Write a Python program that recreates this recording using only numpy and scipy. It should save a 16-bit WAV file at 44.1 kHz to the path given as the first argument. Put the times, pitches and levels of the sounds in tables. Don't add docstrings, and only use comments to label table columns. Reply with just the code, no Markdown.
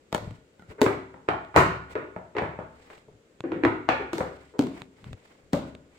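import sys
import numpy as np
from scipy import signal
from scipy.fft import rfft, irfft, next_fast_len
from scipy.io import wavfile
from scipy.ndimage import map_coordinates

SR = 44100
rng = np.random.default_rng(int(sys.argv[2]) if len(sys.argv) > 2 else 0)


def wav_record(signal):
    frames = np.transpose(np.atleast_2d(signal))
    bounded = np.clip(frames, -1, 1)
    quanta = np.round(bounded * 32767).astype(np.int16)
    wavfile.write(sys.argv[1], SR, quanta)


N = 263718
ROOM_SAMPLES = SR
LEAD = SR // 50
T = np.arange(ROOM_SAMPLES) / SR
LARGE_HZ, MEDIUM_HZ, SMALL_HZ = 334, 426, 622
# hz, correlation
ALIKE = [(100, 0.99), (300, 0.84), (520, 0.8), (900, -0.14), (1800, -0.096), (4000, -0.019)]
# hz, level_db, t60_s
STANDING = [(69.75, 0.5, 0.99), (106.84, 4, 0.59), (134.9, -2.5, 0.61), (163.6, 0.5, 0.62),
            (177.9, -0.5, 0.34), (267.6, -5.5, 0.88), (381.5, -6.5, 0.9), (514, 5, 0.28), (626, -5.5, 0.8),
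            (748, 9.5, 0.28), (893, -3, 0.74), (978, 4.5, 0.32), (1230, 11, 0.19), (1333, 6.5, 0.5),
            (1447, 7, 0.7), (1810, 2.5, 0.18)]


def amp(db):
    return 10 ** (np.asarray(db) / 20)


def unit(x):
    return x / np.sqrt(np.mean(x ** 2) + 1e-20)


def blow(x):
    return unit(x) * np.sqrt(.01 * SR / x.shape[-1])


def fade(t, t60):
    return np.exp(-np.log(1000) * t / np.maximum(t60, 1e-4))


def along(points, hz):
    f, v = np.transpose(points)
    return np.interp(np.log(hz + 1), np.log(f + 1), v)


def filtered(x, response):
    n = x.shape[-1]
    m = next_fast_len(n + 4096)
    return irfft(rfft(x, m) * response(np.fft.rfftfreq(m, 1 / SR)), m)[..., :n]


def pulse(spectrum, size=4096):
    cepstrum = irfft(np.log(amp(along(spectrum, np.fft.rfftfreq(size, 1 / SR)))))
    cepstrum[1:size // 2] *= 2
    cepstrum[size // 2 + 1:] = 0
    return irfft(np.exp(rfft(cepstrum)))


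def stereo_angle(hz):
    return np.arccos(np.clip(along(ALIKE, hz), -1, 1)) / 2


def diffuse(size):
    def mid_side_gain(hz):
        angle = stereo_angle(hz)
        return np.array([np.cos(angle), np.sin(angle)])

    mid, side = filtered(rng.standard_normal((2, size)), mid_side_gain)
    return np.array([mid + side, mid - side])


def rush(spectrum):
    return unit(filtered(diffuse(N), lambda hz: amp(along(spectrum, hz))))


def add(track, s, x):
    start = max(round(s * SR), 0)
    track[:, start:start + x.shape[-1]] += x[:, :max(N - start, 0)]


def room_air(level_db=-61.0):
    # hz, level_db
    quiet = [(15, -30), (25, -10.5), (76, -8), (212, -6.5), (451, -3.5), (545, -7.5), (659, -15),
             (863, -17), (988, -18), (2160, -20), (5880, -30.5), (7510, -25.5), (10100, -40.5),
             (14800, -44), (16000, -47)]
    return amp(level_db) * rush(quiet)


def lid_sounds():
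    # start_s, pitch_hz, strength_db, hardness_hz, hollow_over_clack_db, room_over_direct_db
    lid_rows = [ (.127, 671, -29, 1910, -9, -13), (.147, 619, -23.5, 2800, -5.5, -9),
                (.595, 1477, -58.5, 4000, 2.5, -0.5), (.622, 1375, -58.5, 4000, 2, -5),
                (.816, 426, -18.5, 6500, 5.5, -2.5), (.816, 277, -36.5, 2000, 20.5, -7.5),
                (4.132, 333, -31.5, 2200, 5, 0), (4.182, 440, -34, 3980, 3, 1.5),
                (4.592, 281.5, -26.5, 840, 13, -5.5), (4.669, 380, -41.5, 1400, 1, -8),
                (5.532, 285, -29, 1200, 8, -3), (5.535, 163, -35, 3000, 12.5, -3),
                (5.541, 574, -43.5, 2500, 17, 0)]
    snap_over_clack_db = -8.5
    middling_thud_db, middling_hz, thud_rise_db_per_octave = -13, 399.3, 11
    for s, pitch_hz, db, hard_hz, hollow_db, room_db in lid_rows:
        thud_db = middling_thud_db + thud_rise_db_per_octave * np.log2(pitch_hz / middling_hz)
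        yield s, pitch_hz, db, hard_hz, hollow_db, thud_db, snap_over_clack_db, room_db


def contact(shape, t60, scatter_db, size=4096):
    burst = amp(scatter_db) * blow(diffuse(size) * fade(T[:size], t60))
    burst += blow(signal.unit_impulse(size))
    return blow(signal.fftconvolve(burst, shape[None], axes=1)[:, :size])


def chatter(x, lead_db=-27, bounce_db=-13, bounce_fall_db=1.9, count=3):
    out = np.zeros((2, x.shape[-1] + LEAD + SR // 5))
    bounce_s = np.cumsum(rng.uniform(.0066, .0264, count))
    bounce_gains = amp(bounce_db - bounce_fall_db * np.arange(count)) * rng.choice([-1, 1], count)
    graze_s = -rng.uniform(0.0059, 0.0066)
    for s, gain in [(0, 1), (graze_s, amp(lead_db)), *zip(bounce_s, bounce_gains)]:
        add(out, s + LEAD / SR, gain * x)
    return out


def hollow(pitch_hz, attack_s=0.0011, size=8192):
    # multiple_of_pitch, level_db, t60_s
    modes = [(.59, -5.5, 0.052), (0.998, 8, 0.055), (1.381, -2.5, 0.05), (2.04, -14, 0.083)]
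    t = T[:size]
    ring = np.zeros(size)
    for ratio, db, t60 in modes:
        gain = amp(db + rng.normal(0, 1))
        ring += gain * fade(t, t60) * np.sin(2 * np.pi * ratio * pitch_hz * t)
    radiation = signal.butter(2, .5 * pitch_hz, "high", fs=SR)
    return blow(signal.lfilter(*radiation, ring * (1 - np.exp(-t / attack_s))))


WAVES = np.array([np.exp(2j * np.pi * hz * T) * fade(T, t60) for hz, db, t60 in STANDING])


def kitchen(decay, standing_db=-17, build_up_s=0.0061):
    z = signal.stft(diffuse(ROOM_SAMPLES), nperseg=256)[2]
    tail = unit(signal.istft(z * decay[:, :z.shape[-1]], nperseg=256)[1][:, :ROOM_SAMPLES])
    tail = filtered(tail, lambda hz: amp(along([(60, -8.0), (150, -4), (260, -1.0)], hz)))
    hz, db, _ = np.transpose(STANDING)
    phase = rng.uniform(0, 2 * np.pi, len(hz)) + np.outer([1, -1], stereo_angle(hz))
    waves = ((amp(db) * np.exp(1j * phase)) @ WAVES).imag
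    build_up = 1 - np.exp(-(T / build_up_s) ** 2)
    return unit((tail + amp(standing_db) * unit(waves)) * build_up) / np.sqrt(ROOM_SAMPLES)


def contacts(size=8192, spread_t60=0.023, body_room_db=-2):
    # hz, level_db
    clack_spectrum = [(40, -34), (200, 0.5), (420, 5), (900, 7.5), (1400, 2), (2200, -0.5), (2900, -9),
                      (4200, -15), (5500, -22.5), (8000, -22.5), (10000, -50.5), (16000, -49.5)]
    snap_spectrum = [(100, -15.5), (1000, 1.5), (2300, 7), (4000, 6), (5500, -2), (7800, -0.5),
                     (9500, -10.5), (12000, -10), (16000, -14.5)]
    thud_spectrum = [(20, -32.5), (45, -12), (70, -3), (120, 1), (190, 4), (350, -11), (1000, -52.5),
                     (4000, -89.5)]
    # hz, t60_s
    room_t60 = [(70, 0.71), (200, 0.51), (500, 0.44), (1500, 0.51), (3000, 0.53), (6000, 0.43),
                (10000, 0.33), (16000, 0.29)]
    track = np.zeros((2, N))
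    hard_clack = blow(pulse(clack_spectrum, size=size))
    snap = blow(pulse(snap_spectrum, size=size))
    thud = blow(pulse(thud_spectrum, size=size))
    hz, t, _ = signal.stft(T, SR, nperseg=256)
    decay = fade(t, along(room_t60, hz)[:, None])
    for s, pitch_hz, db, hard_hz, hollow_db, thud_db, snap_db, room_db in [*lid_sounds(), *box_sounds()]:
        softness = signal.butter(2, min(hard_hz, SR / 3), fs=SR)
        clack = blow(signal.lfilter(*softness, hard_clack))
        note = hollow(pitch_hz)
        push = amp(thud_db) * thud
        add(track, s, amp(db) * (amp(hollow_db) * note + push)[None])
        plastic = contact(clack, t60=.032, scatter_db=4)
        plastic += amp(snap_db) * contact(snap, t60=0.017, scatter_db=4.5)
        add(track, s - LEAD / SR, amp(db) * chatter(plastic))
        broad_note = amp(hollow_db + body_room_db) * blow(note * fade(T[:size], spread_t60))
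        even_clack = contact(clack, t60=0.037, scatter_db=-6.0, size=size)[0]
        radiated = broad_note + push + even_clack + amp(snap_db) * snap
        room = signal.fftconvolve(radiated[None], kitchen(decay), axes=1)
        add(track, s, amp(db + room_db) * room)
    return track


def swells(rows):
    t = np.arange(N) / SR
    power = np.zeros(N)
    for middle_s, half_s, db in rows:
        power += amp(db) ** 2 * np.exp(-2 * np.minimum(((t - middle_s) / half_s) ** 2, 20))
    return np.sqrt(power)


def rubs(grain_db=4.0, grain_rate_hz=90, hiss_over_scrape_db=-6):
    # middle_s, half_length_s, level_db
    brush_rows = [(.274, 0.093, -40), (.708, 0.022, -45.5), (3.13, 0.076, -57.5), (5.1, 0.057, -42.5),
                  (5.47, .04, -55)]
    # middle_s, half_length_s, level_db
    scrape_rows = [(.27, .1, -58), (.708, .02, -51.5), (1.92, .022, -46.5), (2.84, 0.11, -60),
                   (2.935, 0.07, -53.5), (4.32, .2, -58), (4.775, .064, -51), (5.07, 0.098, -58),
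                   (5.29, 0.14, -60), (5.665, 0.057, -55), (5.98, .06, -60)]
    # hz, level_db
    rumble = [(20, -9), (60, -2), (110, 6), (200, -3.5), (400, -18), (1500, -62), (8000, -84)]
    scrape = [(60, 2), (300, 0.5), (420, 8), (580, 4.5), (800, 3.5), (1100, 1.5), (1600, -1.5), (2400, -2),
              (3500, -16), (8000, -28.5)]
    hiss = [(300, -25), (1500, -19), (2000, 9), (2500, 1), (3300, 1), (5000, -3.5), (6300, -9.5),
            (8000, -2.5), (9800, -19), (16000, -28)]
    t = np.arange(N) / SR
    sleeve, scraping = swells(brush_rows), swells(scrape_rows)
    hissing = amp(hiss_over_scrape_db) * scraping
    track = np.zeros((2, N))
    for swell, spectrum in (sleeve, rumble), (scraping, scrape), (hissing, hiss):
        knots = rng.standard_normal(int(N * grain_rate_hz / SR) + 4)
        grain = unit(amp(grain_db * map_coordinates(knots, [t * grain_rate_hz], order=1)))
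        track += swell * grain * rush(spectrum)
    return track


def clicks(bump_over_tick_db=-1):
    # start_s, level_db
    click_rows = [(.309, -53.5), (1.449, -55.5), (2.98, -57.5), (3.406, -38.5), (4.819, -40.5),
                  (5.043, -49), (5.131, -44), (5.751, -47)]
    # hz, level_db
    click_spectrum = [(100, -4), (600, 10), (1300, 4.5), (1800, -0.5), (2600, 2.5), (3800, 0), (5500, -19),
                      (8000, -11), (10000, -33), (16000, -30)]
    bump_spectrum = [(20, -21), (60, -12.5), (120, 4.5), (280, -6.5), (600, -6.5), (1000, -31),
                     (4000, -66.5)]
    track = np.zeros((2, N))
    click, bump = pulse(click_spectrum), blow(pulse(bump_spectrum))
    for s, db in click_rows:
        tick = contact(click, t60=0.011, scatter_db=-1.5)
        add(track, s, amp(db) * (tick + amp(bump_over_tick_db) * bump))
    return track


def box_sounds():
    # start_s, pitch_hz, strength_db, hardness_hz, hollow_over_clack_db, room_over_direct_db
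    box_rows = [ (0.702, MEDIUM_HZ, -54, 2500, 5.5, 3), (.783, MEDIUM_HZ, -54, 2100, 8.5, 13.5),
                (.863, MEDIUM_HZ, -19, 2200, -5, -3.5), (1.142, MEDIUM_HZ, -45.5, 1600, -20, -1),
                (1.287, MEDIUM_HZ, -19, 3500, -11, -1.5), (1.543, MEDIUM_HZ, -37, 2500, -14, 11),
                (1.562, MEDIUM_HZ, -12.5, 2700, -17.5, 5), (1.578, MEDIUM_HZ, -16.5, 2450, -17.5, -2.5),
                (1.603, MEDIUM_HZ, -20.5, 2000, -22, -5), (1.954, MEDIUM_HZ, -32, 2500, 3.5, 3.5),
                (2.163, SMALL_HZ, -35.5, 1350, -1.5, -3.5), (2.351, MEDIUM_HZ, -41.5, 2500, 7, 5.5),
                (2.367, MEDIUM_HZ, -29, 5000, -3, 1.5), (2.384, MEDIUM_HZ, -25.5, 3800, -13, -1),
                (2.421, MEDIUM_HZ, -30.5, 1410, -4, 4), (2.589, SMALL_HZ, -35, 1500, -8.5, 0),
                (2.902, SMALL_HZ, -47.5, 4000, -18, -1.5), (3.084, MEDIUM_HZ, -59.5, 500, 12, -7.5),
                (3.439, LARGE_HZ, -41.5, 2200, 13.5, 4), (3.519, LARGE_HZ, -33, 3000, 8, -0.5),
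                (3.561, LARGE_HZ, -46, 1800, 16.5, 1.5), (3.636, LARGE_HZ, -23.5, 2700, 8, -4),
                (3.65, LARGE_HZ, -18, 3200, 2, -1), (3.889, LARGE_HZ, -16, 5070, -13, -0.5),
                (3.998, MEDIUM_HZ, -40.5, 1800, 4.5, 7.5), (4.206, 513, -27, 1600, 0.5, -3),
                (4.539, MEDIUM_HZ, -56, 1500, 10.5, 6.5)]
    middling_thud_db, middling_hz, thud_fall_db_per_octave = -8.5, 2440, 7
    rim_db, spring_db, spring_growth_db_per_db = -31, -16, 4.1
    for s, pitch_hz, db, hard_hz, hollow_db, room_db in box_rows:
        thud_db = middling_thud_db - thud_fall_db_per_octave * np.log2(hard_hz / middling_hz)
        snap_db = rim_db + spring_growth_db_per_db * max(db - spring_db, 0)
        yield s, pitch_hz, db, hard_hz, hollow_db, thud_db, snap_db, room_db


def scene():
    return room_air() + contacts() + rubs() + clicks()


def record(dry, top_hz=16200):
    # hz, left_minus_right_db
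    ports = [(60, 3.5), (300, 1.5), (550, 5), (1000, 0), (2000, -4), (4000, 2.4), (8000, 2.5),
             (13000, -0.5)]
    return filtered(dry, lambda hz: amp(np.outer([.5, -.5], along(ports, hz))) * (hz < top_hz))


dry = scene()
out = record(dry)
wav_record(out)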